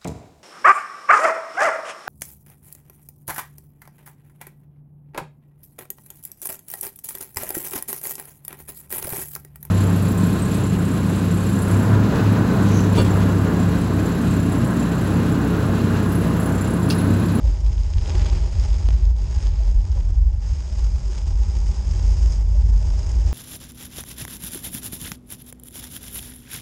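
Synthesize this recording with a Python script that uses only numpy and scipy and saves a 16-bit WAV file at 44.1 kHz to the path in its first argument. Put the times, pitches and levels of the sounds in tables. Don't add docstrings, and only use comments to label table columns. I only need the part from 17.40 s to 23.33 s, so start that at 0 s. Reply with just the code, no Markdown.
import sys
import numpy as np
from scipy import signal
from scipy.io import wavfile
from scipy.ndimage import uniform_filter1d, minimum_filter1d

SR = 44100
rng = np.random.default_rng(int(sys.argv[2]) if len(sys.argv) > 2 else 0)


def master(y):
    cut = np.clip(np.atleast_2d(y).T, -1, 1)
    pcm = np.round(cut * 32767)
    wavfile.write(sys.argv[1], SR, pcm.astype(np.int16))


def invert_db(x):
    u = np.asarray(x, float) / 20
    return 10 ** u


N = 261513

# time in seconds, bounce level in dB, length in seconds, pitch in Hz.
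RUTS = [(0.101, -13, 0.12, 53.27), (0.276, -17, 0.086, 54.64), (0.398, -15, 0.062, 52.47),
        (0.56, -13.5, 0.045, 49.9), (0.736, -13.5, 0.079, 57.17), (0.944, -14.5, 0.086, 47.68),
        (1.029, -13, 0.06, 53.43), (1.21, -17, 0.064, 51.98), (1.337, -16.5, 0.092, 50.8),
        (1.483, -12.5, 0.048, 51.83), (1.542, -13, 0.057, 48.77), (1.67, -9.5, 0.1, 51.6),
        (1.975, -14, 0.055, 47.75), (2.075, -16.0, 0.097, 47.84), (2.206, -13.5, 0.086, 54.23),
        (2.308, -14, 0.073, 45.43), (2.373, -10, 0.055, 46.2), (2.661, -13.5, 0.07, 47.13),
        (2.804, -11.5, 0.17, 49.09), (3.472, -20.5, 0.12, 50.95), (3.952, -11.5, 0.047, 50.84),
        (4.017, -12, 0.042, 54.57), (4.213, -14, 0.2, 52.5), (4.688, -12.5, 0.079, 50.82),
        (4.887, -15, 0.085, 57.5), (5.026, -17, 0.075, 47.53), (5.179, -14.5, 0.1, 49.58),
        (5.345, -11.5, 0.046, 48.95), (5.764, -16.5, 0.074, 53.54), (5.905, -16.5, 0.11, 51.6)]
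# time in seconds, flex level in dB, length in seconds.
RIDGES = [(0.052, -23.5, 0.069), (0.323, -16, 0.038), (0.383, -19, 0.053), (0.489, -21.5, 0.072),
          (0.58, -13.5, 0.042), (0.784, -18, 0.16), (0.947, -20, 0.032), (1.18, -18.5, 0.099),
          (1.417, -22.5, 0.16), (1.533, -22.9, 0.058), (1.835, -21, 0.045), (2.0, -23, 0.071),
          (2.148, -26, 0.043), (2.372, -14.5, 0.048), (2.527, -23, 0.12), (2.725, -19, 0.051),
          (2.905, -28, 0.14), (3.06, -24.7, 0.044), (3.131, -26.5, 0.051), (3.887, -17.5, 0.061),
          (4.081, -22.3, 0.064), (4.157, -23, 0.049), (4.548, -21, 0.037), (4.767, -24, 0.08),
          (4.849, -22, 0.052), (5.111, -26, 0.068), (5.266, -16.5, 0.063), (5.592, -21, 0.095),
          (5.684, -18.5, 0.056), (5.865, -17, 0.034)]
# time in seconds, level in dB.
ROAD = [(0, -20.5), (1.3, -20.5), (1.6, -21), (1.85, -23.5), (2.55, -21), (2.95, -16.5), (3.05, -27),
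        (3.12, -18), (3.25, -27.5), (3.36, -18), (3.62, -21), (3.8, -27), (4.1, -26.5), (4.44, -22),
        (4.52, -14.5), (4.8, -19.5), (5.47, -15.5), (5.6, -22.5)]
# frequency in Hz, density in dB per Hz.
SHAKE = [(20, -59), (30, -38), (45, -3.5), (70, -6), (100, -21), (130, -36.5), (250, -78.5), (1000, -110)]
# frequency in Hz, width in Hz, level in dB.
STAYS = [(118.2, 23.2, 0), (151.6, 20, -2.5), (199.3, 26.4, -7)]
# time in seconds, crust hardness in dB, loose powder in dB,
# weight on the pedals in dB.
CRUST = [(0, -56, 0, 1.5), (.5, -55, 1.5, -1), (.68, -47, -0.5, 1.5), (.88, -43.5, -2, -0.5),
         (1.1, -52, 0, 0), (1.3, -51.5, 0.5, -1.5), (1.64, -55, -1, -1), (1.68, -57.5, -.5, 0.5),
         (2.06, -50.5, 1, -2.5), (2.11, -54.5, -3, -2.5), (2.3, -54.5, 1, 1), (2.99, -62.5, 0, 0),
         (3.05, -55, 2, -3), (4.0, -54.5, 2, 0), (4.55, -53, 3, 0), (4.94, -52, 4, 0.5),
         (5.04, -59, 2.5, 2), (5.6, -53, 2.5, 0.5)]
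# time in seconds, change in dB, length in seconds.
LUMPS = [(0.096, 3.5, .05), (0.772, -1, 0.012), (.86, 2, 0.064), (0.91, -5.5, 0.019), (1.014, -1, 0.076),
         (1.08, 2.5, .03), (1.105, -3.5, 0.015), (1.177, -1, 0.026), (1.236, 2.5, 0.086), (1.338, 3.5, .02),
         (1.68, -1, .04), (1.738, -9.5, 0.034), (2.335, -2.5, .03), (2.443, -3.5, 0.034), (2.5, 0, 0.044),
         (2.702, 4, .02), (2.726, -6, 0.018), (2.76, 1.5, .03), (3.389, 4, 0.025), (3.73, 1, 0.038),
         (3.78, 2.5, .02), (3.86, -6, 0.024), (3.872, 6, 0.015), (3.958, -4.5, 0.061), (4.156, 1.5, .04),
         (5.238, -1, 0.053), (5.824, -3.5, .05), (5.895, 3.5, .05)]
# frequency in Hz, density in dB per Hz.
CASE_WALL = [(700, -10.5), (1100, -2.5), (1600, -4.5), (3100, -5), (4300, -6.5), (4550, -6.5), (6000, -19),
             (8000, -33.5), (12000, -75.5)]
# frequency in Hz, density in dB per Hz.
LENS_SEAL = [(3500, -22.5), (4500, -25.5), (4750, -3.5), (5600, -1), (6150, -5.5), (7000, -5), (7700, -8),
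             (8500, -16), (9300, -17.5), (10300, -27), (10900, -36), (12500, -36), (13300, -45.5),
             (14400, -64)]
# frequency in Hz, width in Hz, level in dB.
AIR_POCKETS = [(5094, 270, 2), (6510, 270, 1.5)]
# frequency in Hz, width in Hz, level in dB.
FRAME = [(297, 74, -4.5), (360, 26, 4), (403, 66, -1), (520, 160, -6), (622.5, 126, -3), (822.6, 98, -1.5),
         (943, 172, -6)]
# time in seconds, peak in dB, pitch in Hz,
# 60 dB decay in seconds.
KNOCKS = [(.085, -30, 280, 0.12), (.41, -49, 930, 0.037), (.75, -25.5, 360, 0.094), (2.2, -32, 655, 0.06),
          (2.556, -31, 564, 0.046), (2.572, -37, 770, 0.05), (2.574, -27, 982, 0.022),
          (2.573, -31, 520, 0.044), (.05, -29.5, 550, 0.069), (.96, -39, 360, 0.45),
          (3.69, -36.5, 370, 0.14), (5.15, -32, 585, 0.059)]
# time in seconds, strength in dB, share that rings the case in dB.
SNAPS = [(.0757, -36, -14), (.262, -30.5, -11), (.3287, -29.5, -4), (.379, -27, -19), (.4334, -38.5, 5),
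         (.5356, -25, -10), (.5824, -22.5, -17), (.6145, -30, -17), (.6584, -20.5, -18), (.6759, -34, 3),
         (.6953, -32.5, 6), (.7522, -21, -20), (.7954, -22, -12), (.8177, -25, -13), (.862, -20.5, -10),
         (.8982, -25, -3), (1.1964, -40, 6), (2.5162, -38.5, 2), (1.4547, -29, -12), (1.487, -26, -18),
         (1.505, -25, -14), (1.6524, -42, 7), (2.0254, -30, -2.5), (2.0687, -25, -8), (2.607, -32, -20),
         (3.4431, -39, 6), (3.7783, -29, -7), (4.512, -37, 5), (4.9332, -34, -1), (5.6297, -39, 5)]
# frequency in Hz, density in dB per Hz.
CRACK = [(300, -6), (1200, 2.5), (3000, 6), (5000, -2), (9000, -32), (14000, -59.5)]
# frequency in Hz, density in dB per Hz.
SLIP = [(60, -7.5), (150, 5), (500, -4.5), (2000, -19.5), (8000, -31), (12000, -41.5), (15000, -72.5)]
# time in seconds, peak in dB.
JOLTS = [
    (1.4882, -18),
    (1.5063, -30),
    (2.7045, -31),
]

CRUST_MID_DB = -54


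def evened(x):
    return x / np.sqrt(np.mean(x ** 2) + 1e-20)


def columns(rows):
    s, *values = np.transpose(rows)
    return [np.interp(np.arange(N) / SR, s, v) for v in values]


def swells(s, length_s):
    t = np.arange(0, N + 64, 64) / SR
    return np.exp(-np.log(16) * ((t - s[:, None]) / length_s[:, None]) ** 2)


def smooth(control):
    return np.interp(np.arange(N) / 64, np.arange(len(control)), control)


def causal(points, modes=(), size=8192):
    hz = abs(np.fft.fftfreq(size, 1 / SR))
    f, db = np.transpose(points)
    power = invert_db(np.interp(np.log(hz + 1), np.log(f), db)) ** 2
    for centre, width, peak_db in modes:
        power = power + invert_db(peak_db) ** 2 / (1 + (2 * (hz - centre) / width) ** 2) ** 2
    log_gain = np.log(power + 1e-12) / 2
    phase = -signal.hilbert(log_gain).imag
    response = np.fft.ifft(np.exp(log_gain + 1j * phase)).real
    return evened(response) / np.sqrt(size)


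def through(x, response):
    return signal.oaconvolve(x, response)[:N]


def ringing(hz, width, steady):
    r = np.exp(-np.pi * width / SR)
    slow = rng.standard_normal(N) + 1j * rng.standard_normal(N)
    for _ in range(2):
        slow = signal.lfilter([1 - r], [1, -r], slow)
    slow = slow / (abs(slow) + .3 * np.std(slow)) ** np.clip(steady, 0, 1)
    turning = np.exp(2j * np.pi * np.cumsum(hz * np.ones(N)) / SR)
    return evened((slow * turning).real)


def flicker(span_s):
    size = max(int(span_s * SR), 2)
    once = uniform_filter1d(rng.standard_normal(N), size)
    return evened(uniform_filter1d(once, size))


def grains(per_s, spread_db):
    draw, size, sign = rng.random(N), rng.exponential(1, N), rng.standard_normal(N)
    return evened((draw < per_s / SR) * sign * invert_db(spread_db * np.minimum(size, 5)))


def shaken(rows, floor_db):
    s, db, length_s = np.transpose(rows)[:3]
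    power = (invert_db(db)[:, None] * swells(s, length_s)) ** 2
    return 10 * np.log10(smooth(power.sum(0)) + invert_db(floor_db) ** 2), power


def crust():
    hard_db, powder_db, load_db = columns(CRUST)
    s, change_db, length_s = np.transpose(LUMPS)
    lumps_db = smooth(change_db @ swells(s, length_s))
    return hard_db - CRUST_MID_DB + lumps_db, powder_db, load_db


def rumble():
    road_db, = columns(ROAD)
    bounce_db, weight = shaken(RUTS, road_db - 0.5)
    fork_db, _ = shaken(RIDGES, road_db - 9)
    rest_hz = 49.91
    pull_hz = (np.transpose(RUTS)[3] - rest_hz) @ weight / (weight.sum(0) + invert_db(-44))
    bounce = invert_db(bounce_db - 1.5) * ringing(rest_hz + smooth(pull_hz), width=10.5, steady=1.0)
    fork = invert_db(fork_db - 2.5) * ringing(hz=80, width=19.1, steady=0.99)
    loose = through(rng.standard_normal(N), causal(SHAKE, size=16384))
    loose_db = .5 * (bounce_db + fork_db) - 0.2
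    hard_db, _, load_db = crust()
    stays_db = -39.5 + 0.62 * (hard_db + 1.7 * load_db) + 0.13 * (fork_db + 28)
    bending = causal([(60, -36.5), (170, -17.5), (260, -28.5), (600, -77.5)], STAYS, size=16384)
    stays = through(rng.standard_normal(N), bending)
    return bounce + fork + invert_db(loose_db) * evened(loose) + invert_db(stays_db) * evened(stays)


def crunch():
    hard_db, powder_db, load_db = crust()
    hard_db = hard_db + .4 * flicker(span_s=.02)
    clumps_db = 1.6 * flicker(span_s=0.0023) + 0.88 * flicker(span_s=0.012)
    breaks = grains(per_s=2500, spread_db=2.0)
    air = invert_db(clumps_db) * (1.02 * breaks + 1.34 * rng.standard_normal(N))

    by_wall = through(air, causal(CASE_WALL))
    wall_db = CRUST_MID_DB + hard_db + 1.5

    flakes = grains(per_s=1200, spread_db=4.0)
    spray = 0.98 * air + 0.7 * flakes + 0.56 * rng.standard_normal(N)
    by_seal = through(spray, causal(LENS_SEAL, AIR_POCKETS))
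    seal_db = -51 + 0.93 * hard_db + powder_db - 0.6

    drive = invert_db(0.77 * clumps_db) * (0.35 * breaks + 0.84 * rng.standard_normal(N))
    tubes = [(60, -17.5), (300, -3.5), (1100, -25.0), (1800, -51.5), (6000, -95.5)]  # (Hz, dB per Hz)
    by_tube = through(drive, causal(tubes, FRAME, size=16384))
    tube_db = -47.5 + 0.85 * hard_db + load_db + 0.86
    return invert_db(wall_db) * evened(by_wall) + invert_db(seal_db) * evened(by_seal) + invert_db(tube_db) * evened(by_tube)


def knocks():
    t, out = np.arange(SR // 5) / SR, np.zeros(N)
    for s, db, hz, t60 in KNOCKS:
        swell = 1 - np.exp(-t / 0.0047)
        tone = invert_db(db - 60 * t / t60) * swell * np.sin(2 * np.pi * hz * t)
        out[round(s * SR):][:len(t)] += tone
    return out


def snaps():
    s, crack_db, ring_db = np.transpose(SNAPS)
    at = np.minimum(np.round((s + 0.001164) * SR).astype(int), N - 1)
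    grit = (rng.random(N) < 14 / SR) * invert_db(-42 + 1.3 * crust()[0])
    t = np.arange(400) / SR
    breaks = rng.standard_normal(len(t)) * (rng.random(len(t)) < .12)
    crumble = (t == 0) + invert_db(-14.5) * breaks * np.exp(-t / .003)
    crack = signal.convolve(causal(CRACK), crumble)
    ring = causal([(1000, -33.5), (5500, -8), (9000, -51.0), (14000, -81.0)], AIR_POCKETS)
    # level of the snaps in dB, level of the grit in dB, response
    parts = [(crack_db - 4.5, .1, crack),
             (crack_db + ring_db + 2.0, -3, ring),
             (-43 + 0 * s, -3.5, causal(SLIP))]
    out = np.zeros(N)
    for level_db, grit_db, shape in parts:
        spread_db = 2.5 * rng.standard_normal(N)
        train = grit * invert_db(grit_db + spread_db) * rng.choice([-1., 1.], N)
        train[at] = rng.choice([-1., 1.], len(s)) * invert_db(level_db)
        out += through(train, shape / abs(shape).max())
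    return out


def jolts():
    s, db = np.transpose(JOLTS)
    train, shape = np.zeros(N), causal(SLIP)
    train[np.round(s * SR).astype(int)] = -invert_db(db)
    return through(train, shape / abs(shape).max())


def scene():
    mix = rumble() + crunch() + knocks() + snaps() + jolts()
    return mix[None]


def held_down(x):
    ceiling, span = .43, 1500
    room = np.minimum(ceiling / (abs(x) + 1e-9), 1)
    return x * uniform_filter1d(minimum_filter1d(room, span), span)


def starved(x, from_hz=8200, full_hz=11000, depth_db=9.5):
    hz, _, z = signal.stft(x, SR, nperseg=2048, noverlap=1024)
    band, hold = np.arange(len(hz)) // 8, np.arange(z.shape[-1]) // 2
    sag = rng.exponential(1, (hold.max() + 1, band.max() + 1))[hold].T[band] - .6
    reach = np.clip((hz - from_hz) / (full_hz - from_hz), 0, 1)[:, None]
    edge_hz = 12700 + 1600 * rng.random(hold.max() + 1)[hold]
    gain = invert_db(-depth_db * reach * sag) * (hz[:, None] < edge_hz)
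    return signal.istft(z * gain, SR, nperseg=2048, noverlap=1024)[1][:, :N]


def roll_off(x):
    return signal.sosfilt(signal.butter(12, 14430, fs=SR, output="sos"), x)


def record(dry):
    mix = starved(held_down(dry))
    return roll_off(mix)


dry = scene()
out = record(dry)
master(out)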